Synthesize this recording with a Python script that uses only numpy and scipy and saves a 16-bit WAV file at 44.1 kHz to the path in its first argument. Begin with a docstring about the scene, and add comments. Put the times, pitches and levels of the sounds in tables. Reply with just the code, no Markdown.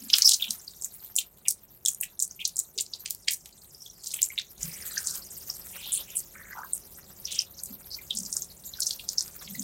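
"""Salon hair rinse

Hair is rinsed over a basin with a handheld sprayer, close up, in a small hard room; a fan hums behind.
Spray and wash are shaped random impacts and noise; pops, squeezes and presses are noise bursts
ringing air-pocket resonances. Gurgles are trains of decaying, rising sine bubbles; soft low bumps
and one deep rumble are low noise bursts. Steady tones make the hum, shaped noise the air and echoes.
"""
import sys
import numpy as np
from scipy import signal
from scipy.fft import rfft, irfft, next_fast_len
from scipy.io import wavfile
from scipy.ndimage import uniform_filter1d, map_coordinates

SR = 44100
rng = np.random.default_rng(int(sys.argv[2]) if len(sys.argv) > 2 else 0)


def to_wav(sig):
    """Store sig (one row per channel, or 1-D mono) as 16-bit WAV at the path in sys.argv[1].

    Samples outside -1..1 are clipped; the rate is SR.
    """
    pcm = np.clip(np.atleast_2d(sig), -1, 1) * 32767
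    pcm = np.round(pcm).astype(np.int16)
    wavfile.write(sys.argv[1], SR, pcm.T)  # frames by channels


N = 424683

# spray course, before layer trims: t/s, fine mist level/dB, drop patter level/dB
SPRAY_COURSE = [(0, -46.5, -46.5), (.53, -45, -48), (.7, -53, -53), (1.05, -50.5, -59.5),
                (1.35, -56.5, -68), (2.3, -58, -62), (3, -57.5, -56), (3.9, -57.5, -58.5), (4.22, -47, -49),
                (4.38, -55, -56), (4.57, -54.5, -58), (4.61, -43, -46.5), (4.9, -42.5, -40.5),
                (5.4, -47, -47), (5.9, -44, -49), (6.3, -49.5, -55.5), (7.8, -51, -56.5),
                (9.63, -47.5, -47.5)]
# mist colour: f/Hz, gain/dB
MIST_COLOUR = [(150, -23.5), (500, -10), (1300, -8), (2500, -11.5), (4000, -11.5), (7000, -20.5),
               (9500, -4.5), (11800, -8.5), (12500, 9.5), (14500, 2.5), (16000, -2)]
# drop patter colour: f/Hz, gain/dB
PATTER_COLOUR = [(900, -40), (4000, -13.5), (7500, 1.5), (11000, -4.5), (16000, -8.5)]
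# room air colour: f/Hz, gain/dB
AIR_COLOUR = [(20, -18), (45, 0.5), (120, -3), (185, -0.5), (280, -13), (390, -5.5), (480, -14), (680, -13),
              (1500, -24), (16000, -44)]
# room air course: t/s, level/dB
AIR_COURSE = [(4.57, -62.5), (4.58, -56.5), (6, -58)]
# steady fan tones at their loudest: f/Hz, level/dB
FAN_TONES = [(75.4, -68), (549.1, -72)]
# wall decay: f/Hz, t60/s
WALL_DECAY = [(300, 0.25), (6000, 0.11), (15000, 0.11)]
# soft low bumps, and one deep rumble at 50 Hz: t/s, level/dB, f/Hz, length scale/s
LOW_BUMPS = [(0, -51, 240, 0.046), (0.478, -53, 196, 0.042), (2.753, -55, 402, .04),
             (4.62, -45, 152, 0.052), (4.579, -49, 50, 0.059), (7.692, -48.5, 231, 0.028),
             (8.14, -50, 207, 0.12), (9.449, -48.5, 176, .11), (9.577, -38.5, 223, .052)]
# single large air pockets: t/s, level/dB, f/Hz, width/oct (before the floor in squelch)
POCKET_POPS = [(.1, -25, 3980, 0.88), (.132, -11.5, 5260, 0.15), (.138, -10, 3680, 0.78),
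               (.184, -14.5, 7560, 2.8), (.22, -10.5, 5350, .36), (.292, -11.5, 5860, 1.1),
               (.319, -16.5, 5240, 1.01), (.423, -19, 3404, 0.12), (.507, -19, 6460, 1.1),
               (.678, -32.5, 4590, 0.078), (1.184, -22, 3380, 0.5), (1.858, -25, 3700, .27),
               (2.031, -32.5, 2490, 0.57), (2.31, -34.5, 6050, 0.21), (2.936, -27, 4380, 0.49),
               (3.059, -27, 4460, 1.4), (3.107, -19.5, 11020, 1.97), (3.281, -20.5, 2620, 0.69),
               (3.458, -39.5, 4425, 2), (3.861, -40, 3505, .18), (4.141, -22, 8330, 0.21),
               (4.218, -19.5, 7580, 1.2), (4.228, -11, 7210, 0.16), (4.301, -37, 2186, .18),
               (4.378, -25, 2820, 0.63), (4.386, -21, 3870, 0.2), (4.63, -22.5, 6860, 0.47),
               (4.969, -30, 1678, 0.13), (4.978, -20.5, 5540, 0.36), (5.071, -20.5, 6554, 0.6),
               (5.499, -24, 5510, 0.2), (6.169, -18.5, 8240, 0.14), (6.733, -17.5, 8430, 0.15),
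               (7.253, -25, 5420, 0.15), (7.39, -15, 5340, 0.21), (7.986, -43, 2230, 0.13),
               (8.106, -22, 3450, 0.19), (8.327, -23, 6840, 0.71), (8.367, -19.5, 7030, 0.61),
               (8.42, -25, 6760, 0.23), (8.736, -34.5, 3870, 0.22), (8.785, -46, 1444, 0.18),
               (8.804, -20, 7720, 0.88), (8.867, -19, 5830, 0.32), (8.995, -36, 3370, 0.65),
               (9.089, -20.5, 5790, 0.63), (9.182, -15.5, 5390, 0.19), (9.207, -22, 5800, 0.48),
               (9.476, -39.5, 3050, 0.78), (9.548, -42, 2050, 0.17), (9.595, -26, 6760, .25)]
# gurgles in a hollow of hand and hair, before trim: t/s, length/s, level/dB, start f/Hz, end f/Hz
HOLLOW_GURGLES = [(0.12, 0.046, -39, 1473, 1562), (0.158, .19, -56, 1485, 729),
                  (4.665, 0.56, -55.5, 2473, 1198), (5.721, 0.11, -48, 2710, 2650),
                  (5.816, 0.22, -42, 3580, 3584), (6.065, 0.12, -52, 2860, 2980),
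                  (6.335, 0.21, -50.5, 1886, 1640), (6.501, 0.044, -39.5, 1820, 1750),
                  (6.543, 0.065, -43, 864, 911), (6.55, .115, -42.5, 1250, 1207),
                  (7.26, 0.18, -41, 3374, 3090)]
# finger squeezes: t/s, length/s, level/dB before size spread, centre f/Hz, width/oct before narrowing
FINGER_SQUEEZES = [(.15, 0.085, -33, 6400, 2.07), (0.246, 0.033, -14.5, 5370, 0.29),
                   (0.275, 0.076, -23.5, 5830, 1.12), (0.398, 0.089, -41, 3080, 0.45),
                   (1.452, 0.027, -44, 2483, 0.61), (2.391, 0.038, -38.5, 2800, 0.44),
                   (2.777, .035, -36, 5060, 1.22), (3.311, .035, -31, 9900, 1.2),
                   (3.742, .18, -52, 5440, 0.24), (4.031, 0.13, -38.5, 6326, 1.26),
                   (4.129, 0.14, -47.5, 3060, 0.77), (5.04, 0.14, -38, 6800, 0.87),
                   (5.921, .06, -27.5, 8870, 0.44), (6.152, 0.046, -33.5, 9240, .6),
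                   (7.309, .06, -37, 6860, 0.88), (7.57, 0.04, -45.5, 5230, 0.41),
                   (7.903, .05, -38, 4910, 0.39), (8.147, .25, -38, 6800, .8),
                   (8.648, .05, -45, 7030, 0.23), (8.812, .125, -32.5, 5760, 0.79)]
# cupped-hand presses: t/s, splash level/dB, splash f/Hz, suck level/dB
HAND_PRESSES = [(0.822, -29, 7710, -23), (1.163, -15, 8290, -18.5), (1.483, -12, 7450, -27.5),
                (1.86, -16, 7450, -14.5), (2.011, -19, 10890, -28), (2.2, -22, 6800, -15.5),
                (2.452, -17, 5130, -38), (2.567, -25, 7380, -17), (2.785, -23.5, 4430, -20),
                (3.284, -17, 5410, -25), (7.635, -25.5, 9500, -36.5)]

BUMP_REF_OCT, BUMP_REF_HZ = 0.47, 196.3  # width at this pitch; lower bumps are broader
POCKET_REF_S, POCKET_REF_HZ, POCKET_POWER = 0.0027, 5630, 0.59  # length at this pitch; lower lasts longer
LIFT_S, SUCK_HZ = 0.023, 7450  # landing-to-lift delay, suck pitch
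SPLASH_OCT, SUCK_OCT = 0.78, 0.3
BAND_LIMIT_HZ = 16100


def amp(db):
    """Decibels to gain."""
    return 10 ** (np.asarray(db) / 20)


def unit(x):
    """Scale to rms 1."""
    return x / np.sqrt(np.mean(x ** 2) + 1e-20)


def along(points, hz):
    """Interpolate (Hz, value) points on a log-frequency axis."""
    f, v = np.transpose(points)
    return np.interp(np.log(hz + 1), np.log(f + 1), v)


def curves(rows):
    """One value per sample for each column after the time."""
    s, *columns = np.transpose(rows)
    t = np.arange(N) / SR
    return [np.interp(t, s, column) for column in columns]


def wobble(rate_hz):
    """Smooth random curve with the given knot rate."""
    knots = rng.standard_normal(int(N * rate_hz / SR) + 4)
    return map_coordinates(knots, [np.arange(N) * rate_hz / SR])


def filtered(x, response):
    """Apply a frequency response by FFT."""
    size = next_fast_len(len(x) + SR // 2)
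    spectrum = rfft(x, size) * response(np.fft.rfftfreq(size, 1 / SR))
    return irfft(spectrum, size)[:len(x)]


def ringing(response, size=4096):
    """Minimum-phase impulse response of a gain curve, by cepstral folding."""
    cepstrum = irfft(np.log(response(np.fft.rfftfreq(size, 1 / SR)) + 1e-6))
    cepstrum[1:size // 2] *= 2
    cepstrum[size // 2 + 1:] = 0
    return irfft(np.exp(rfft(cepstrum)))


def bell(hz, centre_hz, octaves):
    """Gain of a steep-sided resonance."""
    return np.exp(-2 * abs(np.log2((hz + 1) / centre_hz) / octaves) ** 3)


def add(track, s, sound):
    """Mix a sound into the track at time s."""
    part = track[max(round(s * SR), 0):][:len(sound)]
    part += sound[:len(part)]


def patchy(x, depth_db, size=9):
    """Blotchy, uneven texture: random time-frequency gain, smoothed over size bins; rms 1."""
    z = signal.stft(x, nperseg=256)[2]
    field = uniform_filter1d(rng.standard_normal(z.shape), size, axis=0)
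    field = uniform_filter1d(field, size, axis=1)
    return unit(signal.istft(z * amp(depth_db * unit(field)), nperseg=256)[1][:N])


def burst(db, length_s, response, clump_db, swell=0.67):
    """Clumpy noise rush swells, dies and rings a resonance; db is level over length_s."""
    t = np.arange(int(4 * length_s * SR) + 8) / SR
    knots = np.clip(rng.standard_normal(int(t[-1] * 200) + 4), -2, 2)
    clumps = map_coordinates(knots, [t * 200], order=1)
    grain_db = 3.05 * rng.standard_normal(len(t))
    rush = rng.standard_normal(len(t)) * amp(grain_db + clump_db * clumps)
    envelope = (t / length_s) ** swell * np.exp(-2 * t / length_s)
    sound = signal.fftconvolve(rush * envelope, ringing(response))
    return amp(db) * np.sqrt(length_s * SR) * sound / np.linalg.norm(sound)


def pocket(db, pitch_hz, octaves, length_s, splash_db=-20, thud_db=-56, clump_db=7):
    """Air pocket: its resonance, torn-film splash above, trace of body below."""
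    def gain(hz):
        above = 1 / (1 + (pitch_hz / (hz + 1)) ** 8) / (1 + (hz / pitch_hz / 2) ** 2)
        # narrow, clean-toned pockets splash least
        splash = amp(splash_db) * np.sqrt(octaves) * above
        body = amp(thud_db) * hz / (hz + 900)
        return bell(hz, pitch_hz, octaves) + splash + body

    # long splashes break into separate spurts
    return burst(db, length_s, gain, clump_db * length_s / (length_s + 0.0086))


def squelch(db, pitch_hz, octaves, count=4, after_db=-16, after_s=0.022,
            ooze_db=-22, ooze_s=0.029, lead_s=0.008):
    """Water oozes, a pocket bursts, droplets land after it: list of (delay/s, sound)."""
    octaves = max(octaves, 0.17)
    length_s = POCKET_REF_S * (POCKET_REF_HZ / pitch_hz) ** POCKET_POWER
    parts = [(-length_s / 10, pocket(db, pitch_hz, octaves, length_s)),
             (-lead_s, pocket(db + ooze_db, pitch_hz, octaves + 0.28, ooze_s))]
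    waits = rng.gamma(2, after_s / 2, count)
    sizes, shifts = rng.standard_normal((2, count))
    for wait, size, shift in zip(waits, sizes, shifts):
        drop_hz = min(1.2 * pitch_hz * np.exp(0.16 * shift), 14000)
        drop = pocket(db + after_db + 3 * size, drop_hz, 0.57 + octaves / 2, 0.0014)
        parts.append((wait, drop))
    return parts


def drops(rate_hz, spread_db):
    """Random impacts of uneven size and either sign, rms 1."""
    sizes = amp(spread_db * np.clip(rng.standard_normal(N), -2, 2)) * rng.choice([-1, 1], N)
    return unit(sizes * (rng.random(N) < rate_hz / SR))


def bubbles(rate_hz, spread_db, pitch_hz, octaves, length_s):
    """Many small pockets of random size, pitch and length, rms 1."""
    out = np.zeros(N)
    count = int(rate_hz * N / SR)
    times = rng.random(count) * N / SR
    variations = np.clip(rng.standard_normal((count, 3)), -2, 2)
    for s, (size, shift, stretch) in zip(times, variations):
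        hz = pitch_hz * np.exp(0.29 * shift)
        add(out, s, pocket(spread_db * size, hz, octaves, length_s * np.exp(stretch / 2)))
    return unit(out)


def spray(mist_db=-1.0, patter_db=-6.0, bubble_db=-2):
    """Fine jets fizz on the hair; larger drops and bubbles patter into the basin."""
    mist_level_db, patter_level_db = curves(SPRAY_COURSE)
    flutter = np.clip(wobble(45), -1.7, 1.7)
    fine = filtered(drops(rate_hz=10000, spread_db=15.5), lambda hz: amp(along(MIST_COLOUR, hz)))
    mist = patchy(fine, depth_db=5)
    coarse = filtered(drops(rate_hz=4500, spread_db=16.0), lambda hz: amp(along(PATTER_COLOUR, hz)))
    patter = patchy(coarse, depth_db=8.5)
    froth = bubbles(rate_hz=120, spread_db=2.5, pitch_hz=6800, octaves=0.28, length_s=0.0081)
    splashes = patter * amp(patter_db + 2 * flutter) + amp(bubble_db) * froth
    return mist * amp(mist_level_db + mist_db + 4 * flutter) + splashes * amp(patter_level_db)


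def wash(level_db=-5, full_db=-42, growth_db_per_db=2.4, centre_hz=6500, octaves=2.9):
    """Jets hit the scalp squarely: drops merge into a hiss that grows steeply with mist level."""
    flow_db, _ = curves(SPRAY_COURSE)
    noise = filtered(rng.standard_normal(N), lambda hz: bell(hz, centre_hz, octaves))
    sheet = patchy(noise, depth_db=4.5)
    return sheet * amp(full_db + level_db + growth_db_per_db * (flow_db - full_db) + wobble(11))


def background():
    """Low air noise and fan tones with wandering phase; both are louder in the second half."""
    level_db, = curves(AIR_COURSE)
    t = np.arange(N) / SR
    air = unit(filtered(rng.standard_normal(N), lambda hz: amp(along(AIR_COLOUR, hz))))
    hum = np.zeros(N)
    for hz, db in FAN_TONES:
        hum += amp(db) * np.sqrt(2) * np.sin(2 * np.pi * hz * t + wobble(1.2) / 2)
    # hum falls twice as many dB as the air below its final level
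    hum_db = 2 * (level_db - level_db[-1]).clip(max=0)
    return air * amp(level_db) + hum * amp(hum_db)


def room(x, gap_s=0.003, count=4):
    """Walls answer with decaying noise; four random echo patterns take turns at a steady pace."""
    out = np.zeros(N)
    turn = (np.arange(N) / SR * np.pi).astype(int) % count
    for k in range(count):
        hz, t, z = signal.stft(rng.standard_normal(SR // 2), SR, nperseg=256)
        decay = amp(-60 * t / along(WALL_DECAY, hz)[:, None])
        tail = signal.istft(z * decay, SR, nperseg=256)[1]
        tail = np.pad(tail / np.linalg.norm(tail), (int(gap_s * SR), 0))
        out += signal.fftconvolve(x * (turn == k), tail)[:N]
    return out


def bumps():
    """Soft low bumps and one deep rumble: noise bursts through low resonances."""
    out = np.zeros(N)
    for s, db, pitch_hz, length_s in LOW_BUMPS:
        octaves = BUMP_REF_OCT * np.sqrt(BUMP_REF_HZ / pitch_hz)
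        bump = burst(db, length_s, lambda hz: bell(hz, pitch_hz, octaves) + 0.002, clump_db=3.5)
        add(out, s - length_s / 10, bump)
    return out


def pops():
    """Large pockets burst one at a time."""
    out = np.zeros(N)
    for s, db, pitch_hz, octaves in POCKET_POPS:
        for delay_s, sound in squelch(db, pitch_hz, octaves):
            add(out, s + delay_s, sound)
    return out


def gurgle(level_db=-1, ref_rate_hz=800, ref_pitch_hz=2700, scatter=0.13, cycles=4, rise=0.028,
           fade_s=0.022, sag_db=3):
    """Jets beat bubbles into a hollow of hand and hair whose resonance slides."""
    out = np.zeros(N)
    for start_s, length_s, db, start_hz, end_hz in HOLLOW_GURGLES:
        # low bubbles come less often
        rate_hz = ref_rate_hz * (start_hz * end_hz / ref_pitch_hz ** 2) ** 0.7
        count = int(length_s * rate_hz) + 1
        progress = (np.arange(count) + 0.5) / count
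        times = start_s + length_s * progress + rng.standard_normal(count) / rate_hz / 2
        edge_s = np.minimum(times - start_s, start_s + length_s - times)
        fade = np.clip(edge_s / fade_s, 0, 1)
        sizes = unit(amp(5.4 * np.clip(rng.standard_normal(count), -2, 2)))
        sizes = sizes * fade * amp(db + level_db + sag_db * (0.5 - progress))
        glide_hz = start_hz * (end_hz / start_hz) ** progress
        pitches_hz = glide_hz * np.exp(scatter * rng.standard_normal(count))
        for s, size, hz in zip(times, sizes, pitches_hz):
            age = np.arange(int(6 * cycles * SR / hz)) * hz / SR / cycles
            # pitch climbs as the bubble nears the surface
            phase = 2 * np.pi * cycles * age * (1 + rise * (age / 2 - 1))
            bubble = np.sin(phase) * age * np.exp(-2 * age)
            add(out, s, size * np.sqrt(SR / rate_hz) * bubble / np.linalg.norm(bubble))
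    return out


def squeezes(rate_hz=280, spread_db=4, uneven_s=0.023, scatter=0.2, narrow=0.72, pocket_s=0.0041,
             spurt_db=-13, spurt_hz=10500, spurt_octaves=1.6):
    """Fingers wring out a quick swarm of uneven pockets, while a fine spurt of water hisses."""
    out = np.zeros(N)
    for s, length_s, db, pitch_hz, octaves in FINGER_SQUEEZES:
        count = int(length_s * rate_hz) + 1
        slip, size, shift = np.clip(rng.standard_normal((count, 3)), -2, 2).T
        times = s + (np.arange(count) + slip / 4) * length_s / count
        # long squeezes are more uneven
        sizes = unit(amp(spread_db * (length_s / uneven_s) ** 0.5 * size))
        gains = sizes * np.sqrt(length_s / count / pocket_s)
        pitches_hz = pitch_hz * np.exp(scatter * octaves * shift)
        for when, gain, hz in zip(times, gains, pitches_hz):
            add(out, when, gain * pocket(db, hz, narrow * octaves, pocket_s))
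        add(out, s, pocket(db + spurt_db, spurt_hz, spurt_octaves, length_s))
    return out


def presses(fling_db=-13, fling_hz=11500, fling_octaves=1.71, fling_s=0.0064,
            snap_db=-3, snap_gap_s=0.008, snap_s=0.00039, snap_octaves=0.23):
    """Hand lands with a splash; lifting, hair sucks and flings drops; films snap around both."""
    out = np.zeros(N)
    for s, splash_db, splash_hz, suck_db in HAND_PRESSES:
        for delay_s, sound in squelch(splash_db, splash_hz, SPLASH_OCT):
            add(out, s + delay_s, sound)
        for delay_s, sound in squelch(suck_db, SUCK_HZ, SUCK_OCT):
            add(out, s + LIFT_S + delay_s, sound)
        fling = pocket(max(splash_db, suck_db) + fling_db, fling_hz, fling_octaves, fling_s)
        add(out, s + LIFT_S, fling)
        # one snap before landing, one either side of the suck
        for when in (-snap_gap_s, LIFT_S - snap_gap_s, LIFT_S + snap_gap_s):
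            slip, size = rng.standard_normal(2)
            snap = pocket(suck_db + snap_db + 2 * size, SUCK_HZ, snap_octaves, snap_s)
            add(out, s + when + slip * snap_gap_s / 10, snap)
    return out


def scene(room_db=-10):
    """Water, hands and bumps with their wall reflections, over the background."""
    water = spray() + wash() + bumps() + pops() + gurgle() + squeezes() + presses()
    return (water + amp(room_db) * room(water) + background())[None]


def record(dry):
    """Recorder keeps nothing above its band limit."""
    return np.array([filtered(channel, lambda hz: hz < BAND_LIMIT_HZ) for channel in dry])


dry = scene()
out = record(dry)
to_wav(out)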